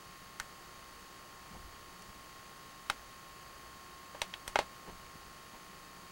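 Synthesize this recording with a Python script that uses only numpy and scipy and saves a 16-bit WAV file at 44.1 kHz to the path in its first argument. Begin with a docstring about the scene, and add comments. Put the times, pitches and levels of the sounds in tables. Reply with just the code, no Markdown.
"""A still winter field, on the built-in microphone of a hand-held tape camcorder that hears only itself.
From the start: hiss, a thin line-scan whistle and, centimetres away, the head drum ticking sixty times
a second over its motor's whine. The plastic case clicks under the fingers at 0.4 s, the grip shifts
with soft bumps at 1.5 and 2.1 s, and a sharp click follows at 2.9 s. The whine swells a little near
4 s, a run of clicks peaks at 4.6 s, and the hand settles with a few last bumps."""
import sys
import numpy as np
from scipy.fft import rfft, irfft, next_fast_len
from scipy.io import wavfile
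from scipy.ndimage import map_coordinates

SR = 44100
rng = np.random.default_rng(int(sys.argv[2]) if len(sys.argv) > 2 else 0)


def unload_audio(sound):
    """Save the sound as a 16-bit wav file, at the path given as the first command line argument."""
    columns = np.transpose(np.atleast_2d(sound))
    # keep every value between -1 and 1, then stretch to whole-number steps
    steps = np.round(np.clip(columns, -1, 1) * 32767)
    wavfile.write(sys.argv[1], SR, steps.astype(np.int16))


N = 269759
SWEEP_HZ, LINE_SCAN_HZ, BAND_LIMIT_HZ = 59.94, 15734.3, 15950

# Table levels are relative; a spectrum gives the level per hertz.
# spectrum of the hiss common to both channels: f/Hz, level/dB
HISS_SPECTRUM = [(30, -25), (120, 1.5), (250, -2), (520, -4), (900, -5), (1500, -5.5), (2400, -8.5),
                 (3500, -13), (5500, -13.5), (7000, -14.5), (8800, -16.5), (10300, -16), (11500, -19.5),
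                 (15500, -19.5)]
# spectrum of the hiss that differs between them: f/Hz, level/dB
SIDE_SPECTRUM = [(650, -39), (1200, -22), (4000, 6.5), (15000, 4.5)]
# resonances of the tape deck: f/Hz, width/Hz, level/dB
DECK_MODES = [(790, 42, -23), (1204, 17, -2), (1300, 97, -4), (1399, 49, -1), (1680, 21, -8),
              (1781, 22, 2.5), (1912, 45, -5), (2014, 46, -8.5)]
# spectrum of tape scraping on the heads: f/Hz, level/dB
SCRAPE_SPECTRUM = [(100, -16), (250, -8), (370, -1), (550, 2), (900, 7), (1200, 0), (2000, 1.5),
                   (2400, -17), (3500, -16), (5500, -18), (10000, -24), (15000, -35)]
# thin guides that sing under the moving tape: f/Hz, width/Hz, level/dB
GUIDE_MODES = [(2617, 50, 2), (2880, 49, 0.5), (3130, 290, 2.5), (3790, 170, 0.5), (4450, 360, 4.5),
               (4700, 46, -12.5), (6220, 210, -1), (6600, 160, -4), (9600, 490, -13)]
# spectrum of the hand's rumble: f/Hz, level/dB
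RUMBLE_SPECTRUM = [(8, -8), (20, -3), (45, -0.5), (70, -1.5), (110, -13), (220, -18), (600, -60)]
# shifts of the hand: t/s, swell over the resting rumble/dB, hold/s
HAND_SHIFTS = [(1.507, 11, .15), (2.058, 9, .05), (4.44, 3, 0.11), (4.872, 6, .05), (5.18, 3, .08)]
# resonances of the hollow body: f/Hz, width/Hz, level/dB
BODY_MODES = [(152, 13, -21), (178, 11.4, 3), (305, 18, -4), (353, 20, -1)]
# spectrum of the noise that drives them: f/Hz, level/dB
BODY_DRIVE = [(400, -16.5), (900, -8.5)]
# spectrum of skin rubbing on plastic: f/Hz, level/dB
SKIN_SPECTRUM = [(100, -3), (350, -1), (600, -4.5), (920, 0.5), (1250, -13), (2500, -16), (8000, -47)]
# soft bumps of the fingers: t/s, thud/dB, rub/dB, half-width/s
FINGER_BUMPS = [(1.517, -46, -66, 0.0053), (1.549, -52, -50.5, .008), (1.567, -52, -57, .009),
                (2.097, -55, -60.5, 0.012), (4.89, -47, -46.5, .011), (4.925, -54, -58, .009),
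                (5.157, -45.5, -62, 0.003), (5.548, -60, -52.5, 0.0095), (5.705, -56, -70, .009)]
# ringing modes of the plastic case: f/Hz, level/dB, t60/s
CASE_MODES = [(378, 4, 0.025), (591, 5.5, 0.036), (823, 8.5, 0.054), (949, 7.5, 0.045),
              (1320, -0.5, 0.0085), (1720, -15, 0.028), (1817, 1, 0.033), (2134, 3, 0.037),
              (2534, 0.5, 0.03), (3215, 1, 0.015), (3850, 1, 0.016), (5890, 2, 0.013)]
# the plastic swallows the treble of a click's after-ring: f/Hz, level/dB
AFTER_RING_SPECTRUM = [(2500, -0.5), (12000, -7.5)]
# a click's knock, clack, snap and tick bands: f/Hz
CLICK_BANDS = [650, 1500, 3500, 9000]
# slips of the case: t/s, knock/dB, clack/dB, snap/dB, tick/dB, after-ring/dB, two favoured pitches f/Hz
CASE_SLIPS = [(.399, -14, 3, -8.5, -10.5, -8, 1540, 6000), (2.0215, -35, -35, -28, -24, -9, 6000, 8000),
              (2.8991, 3.5, 7, 0, -6.5, -8, 1330, 3700), (4.147, -13, -19, -28, -39, 5.5, 600, 955),
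              (4.2168, -1.5, -2, 0, -6.5, -3.5, 660, 3800), (4.3383, -19, -7.5, -7.5, -27, -5, 3100, 4320),
              (4.478, -13, -9, -10, -7.5, -4.5, 1320, 3070), (4.5569, 8.5, 6, 1.5, -14, -3, 770, 2200),
              (4.5886, 10.5, 3.5, 1.5, -10.5, -1.5, 670, 2600)]


def amp(db):
    """Decibels to gain."""
    return 10 ** (np.asarray(db) / 20)


def unit(x):
    """Scale to rms 1."""
    return x / np.sqrt(np.mean(x ** 2) + 1e-20)


def gain_at(spectrum, hz):
    """Gain of a (f/Hz, level/dB) spectrum, interpolated on a log frequency axis."""
    f, db = np.transpose(spectrum)
    return amp(np.interp(np.log(hz + 1), np.log(f + 1), db))


def wobble(rate):
    """A smooth random curve, rate knots a second."""
    return map_coordinates(rng.standard_normal(int(N * rate / SR) + 4), [np.arange(N) * rate / SR])


def filtered(x, response):
    """Filter x by a complex response of frequency."""
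    m = next_fast_len(N + SR // 2)
    return irfft(rfft(x, m) * response(np.fft.rfftfreq(m, 1 / SR)), m)[..., :N]


def resonances(modes):
    """Causal response of (f/Hz, width/Hz, level/dB) resonances."""
    return lambda f: sum(amp(db) * 1j * f * w / (c * c - f * f + 1j * f * w) for c, w, db in modes)


def noise(spectrum):
    """Noise of rms 1 with the given spectrum."""
    return unit(filtered(rng.standard_normal(N), lambda f: gain_at(spectrum, f)))


def coloured(x, spectrum):
    """Causal (minimum-phase) colouring of a short sound."""
    n = len(x)
    cepstrum = irfft(np.log(gain_at(spectrum, np.fft.rfftfreq(n, 1 / SR))), n)
    cepstrum[1:n // 2] *= 2
    cepstrum[n // 2 + 1:] = 0
    return irfft(rfft(x) * np.exp(rfft(cepstrum)), n)


def burst(t, attack, t60):
    """Dying noise of energy 1."""
    x = rng.standard_normal(len(t)) * (1 - np.exp(-t / attack)) * np.exp(-np.log(1000) * t / t60)
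    return x / np.linalg.norm(x)


def electronics(hiss_db=-57, whistle_db=-72, side_db=-78.5):
    """The noise floor: microphone hiss, nearly the same in both channels, and the line-scan whistle."""
    whistle = np.sqrt(2) * np.sin(2 * np.pi * LINE_SCAN_HZ * np.arange(N) / SR)
    side = amp(side_db) * noise(SIDE_SPECTRUM)
    return amp(hiss_db) * noise(HISS_SPECTRUM) + amp(whistle_db) * whistle + np.array([side, -side])


def head_ticks(sweeps, level_db=-61, soften_hz=2500):
    """Each head rings the deck as it meets the tape; every second one strikes harder."""
    entries = np.interp(np.arange(int(sweeps[-1]) + 1), sweeps, np.arange(N))[:, None]
    harder = np.arange(len(entries))[:, None] % 2
    force = .78 + .44 * harder + .08 * rng.standard_normal(entries.shape)
    taps = entries.astype(int) + np.arange(-8, 8)
    strikes = force * np.sinc(taps - entries)  # timed between samples
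    pulses = np.bincount(np.clip(taps, 0, N - 1).ravel(), strikes.ravel(), N)
    ticks = filtered(pulses, lambda f: resonances(DECK_MODES)(f) / (1 + 1j * f / soften_hz))
    return amp(level_db) * unit(ticks)


def tape_rub(sweeps, scrape_db=-64.5, whirr_db=-62, odd_orders_db=-6):
    """The heads scrape the tape the same way every turn (two sweeps), and the guides whirr under it."""
    orders = np.arange(round(SR / SWEEP_HZ))
    strengths = amp(odd_orders_db * (orders % 2))  # slightly unequal heads give weak odd orders
    one_turn = unit(irfft(strengths * np.exp(2j * np.pi * rng.random(len(orders)))))
    rubbing = map_coordinates(one_turn, [sweeps / 2 % 1 * len(one_turn)], mode="grid-wrap")
    scrape = unit(filtered(rubbing, lambda f: gain_at(SCRAPE_SPECTRUM, f)))
    pressure = np.exp(.23 * np.cos(2 * np.pi * sweeps))  # highest as each head enters
    tape_grain = .98 * rng.standard_normal(N)
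    whirr = unit(filtered(pressure * (rubbing + tape_grain), resonances(GUIDE_MODES)))
    return amp(scrape_db) * scrape + amp(whirr_db) * whirr


def motor_whine(t, sweeps, level_db=-60, swell_at_s=3.93, half_width_s=.74):
    """The motor cogs eighteen times a sweep; its whine wavers slightly and swells once."""
    load = 1 + .2 * np.cos(np.pi * (sweeps - 1.25))  # it labours just after the harder head
    cogging = unit(load * np.sin(2 * np.pi * 18 * sweeps))
    waver_db = .5 * wobble(3.97)
    swell_db = 2 * np.exp(-((t - swell_at_s) / half_width_s) ** 2 / 2)
    return amp(level_db + waver_db + swell_db) * cogging


def head_drum(t, first_entry_s=.0095, flutter_s=.00002):
    """Centimetres from the microphone, two spinning heads sweep the tape in turn."""
    sweeps = (t - first_entry_s + flutter_s * wobble(9)) * SWEEP_HZ
    return head_ticks(sweeps) + tape_rub(sweeps) + motor_whine(t, sweeps)


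def hand_rumble(t, rest_db=-66, tremor_db=1.7, attack_s=.03, release_s=.15):
    """The resting hand trembles; each shift adds a swell that rises quickly, holds and settles."""
    power = 1
    for start, db, hold in HAND_SHIFTS:
        rise = np.clip((t - start) / attack_s, 0, 1)
        settle = np.exp(-np.maximum(t - start - hold, 0) / release_s)
        power = power + (amp(db) * rise * settle) ** 2
    return amp(rest_db + tremor_db * wobble(5)) * np.sqrt(power) * noise(RUMBLE_SPECTRUM)


def grip(t, hollow_db=-66, thud_hz=188.5):
    """Handling noise: the hand rumbles on the hollow body; at each bump the body thuds and skin rubs."""
    skin = noise(SKIN_SPECTRUM)
    hollow = unit(filtered(noise(BODY_DRIVE), resonances(BODY_MODES)))
    out = hand_rumble(t) + amp(hollow_db) * hollow
    for centre, thud_db, rub_db, half_width in FINGER_BUMPS:
        touch = np.exp(-((t - centre) / half_width) ** 2 / 2)
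        thud = np.sin(2 * np.pi * thud_hz * (t - centre))
        out += touch * (amp(thud_db) * thud + amp(rub_db) * skin)
    return out


def case_ring(t, favoured_hz, favour_db=7, reach_octaves=.24):
    """The plastic rings in its modes; the place of the slip favours those near two pitches."""
    ring = 0
    for k, (hz, db, t60) in enumerate(CASE_MODES):
        decay = np.log(1000) / t60
        nearness = np.exp(-(np.log2(hz / np.array(favoured_hz)) / reach_octaves) ** 2).max()
        place_db = favour_db * nearness + rng.standard_normal()
        mode = 2 * decay / SR * np.exp(-decay * t) * np.cos(2 * np.pi * hz * t)
        ring = ring + (-1) ** k * amp(db + place_db) * mode
    return ring


def case_clicks(crack_db=-3, push_db=-24, push_s=.0055, push_rise_s=.0054):
    """Each slip of the case is a crack, its modes, a short after-ring and a low push on the microphone."""
    out, t = np.zeros(N + SR), np.arange(SR // 4) / SR
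    push = (1 - t / push_s) * np.exp(-t / push_s) * (1 - np.exp(-t / push_rise_s))
    for start, knock, clack, snap, tick, after_db, *favoured_hz in CASE_SLIPS:
        ring = case_ring(t, favoured_hz)
        after_ring = coloured(burst(t, attack=.00038, t60=.12), AFTER_RING_SPECTRUM)
        crack = burst(t, attack=.001, t60=.015)
        click = ring + amp(crack_db) * crack + amp(after_db) * after_ring
        spectrum = [(200, knock - 11), *zip(CLICK_BANDS, (knock, clack, snap, tick)), (15000, tick - 14)]
        out[round(start * SR):][:len(t)] += coloured(click, spectrum) + amp(tick + push_db) * push
    return out[:N]


def capsule_pair(x, lag_s=.000003):
    """The two capsules sit so close that a sound reaches one only microseconds before the other."""
    return filtered(x, lambda f: np.exp(1j * np.pi * lag_s * np.array([f, -f])))


def scene():
    """Everything reaches the microphone through the camera's own body, so it sits close and central."""
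    t = np.arange(N) / SR
    return electronics() + head_drum(t) + capsule_pair(case_clicks()) + grip(t)


def record(dry):
    """The camera keeps nothing above its band limit."""
    return filtered(dry, lambda f: f < BAND_LIMIT_HZ)


dry = scene()
out = record(dry)
unload_audio(out)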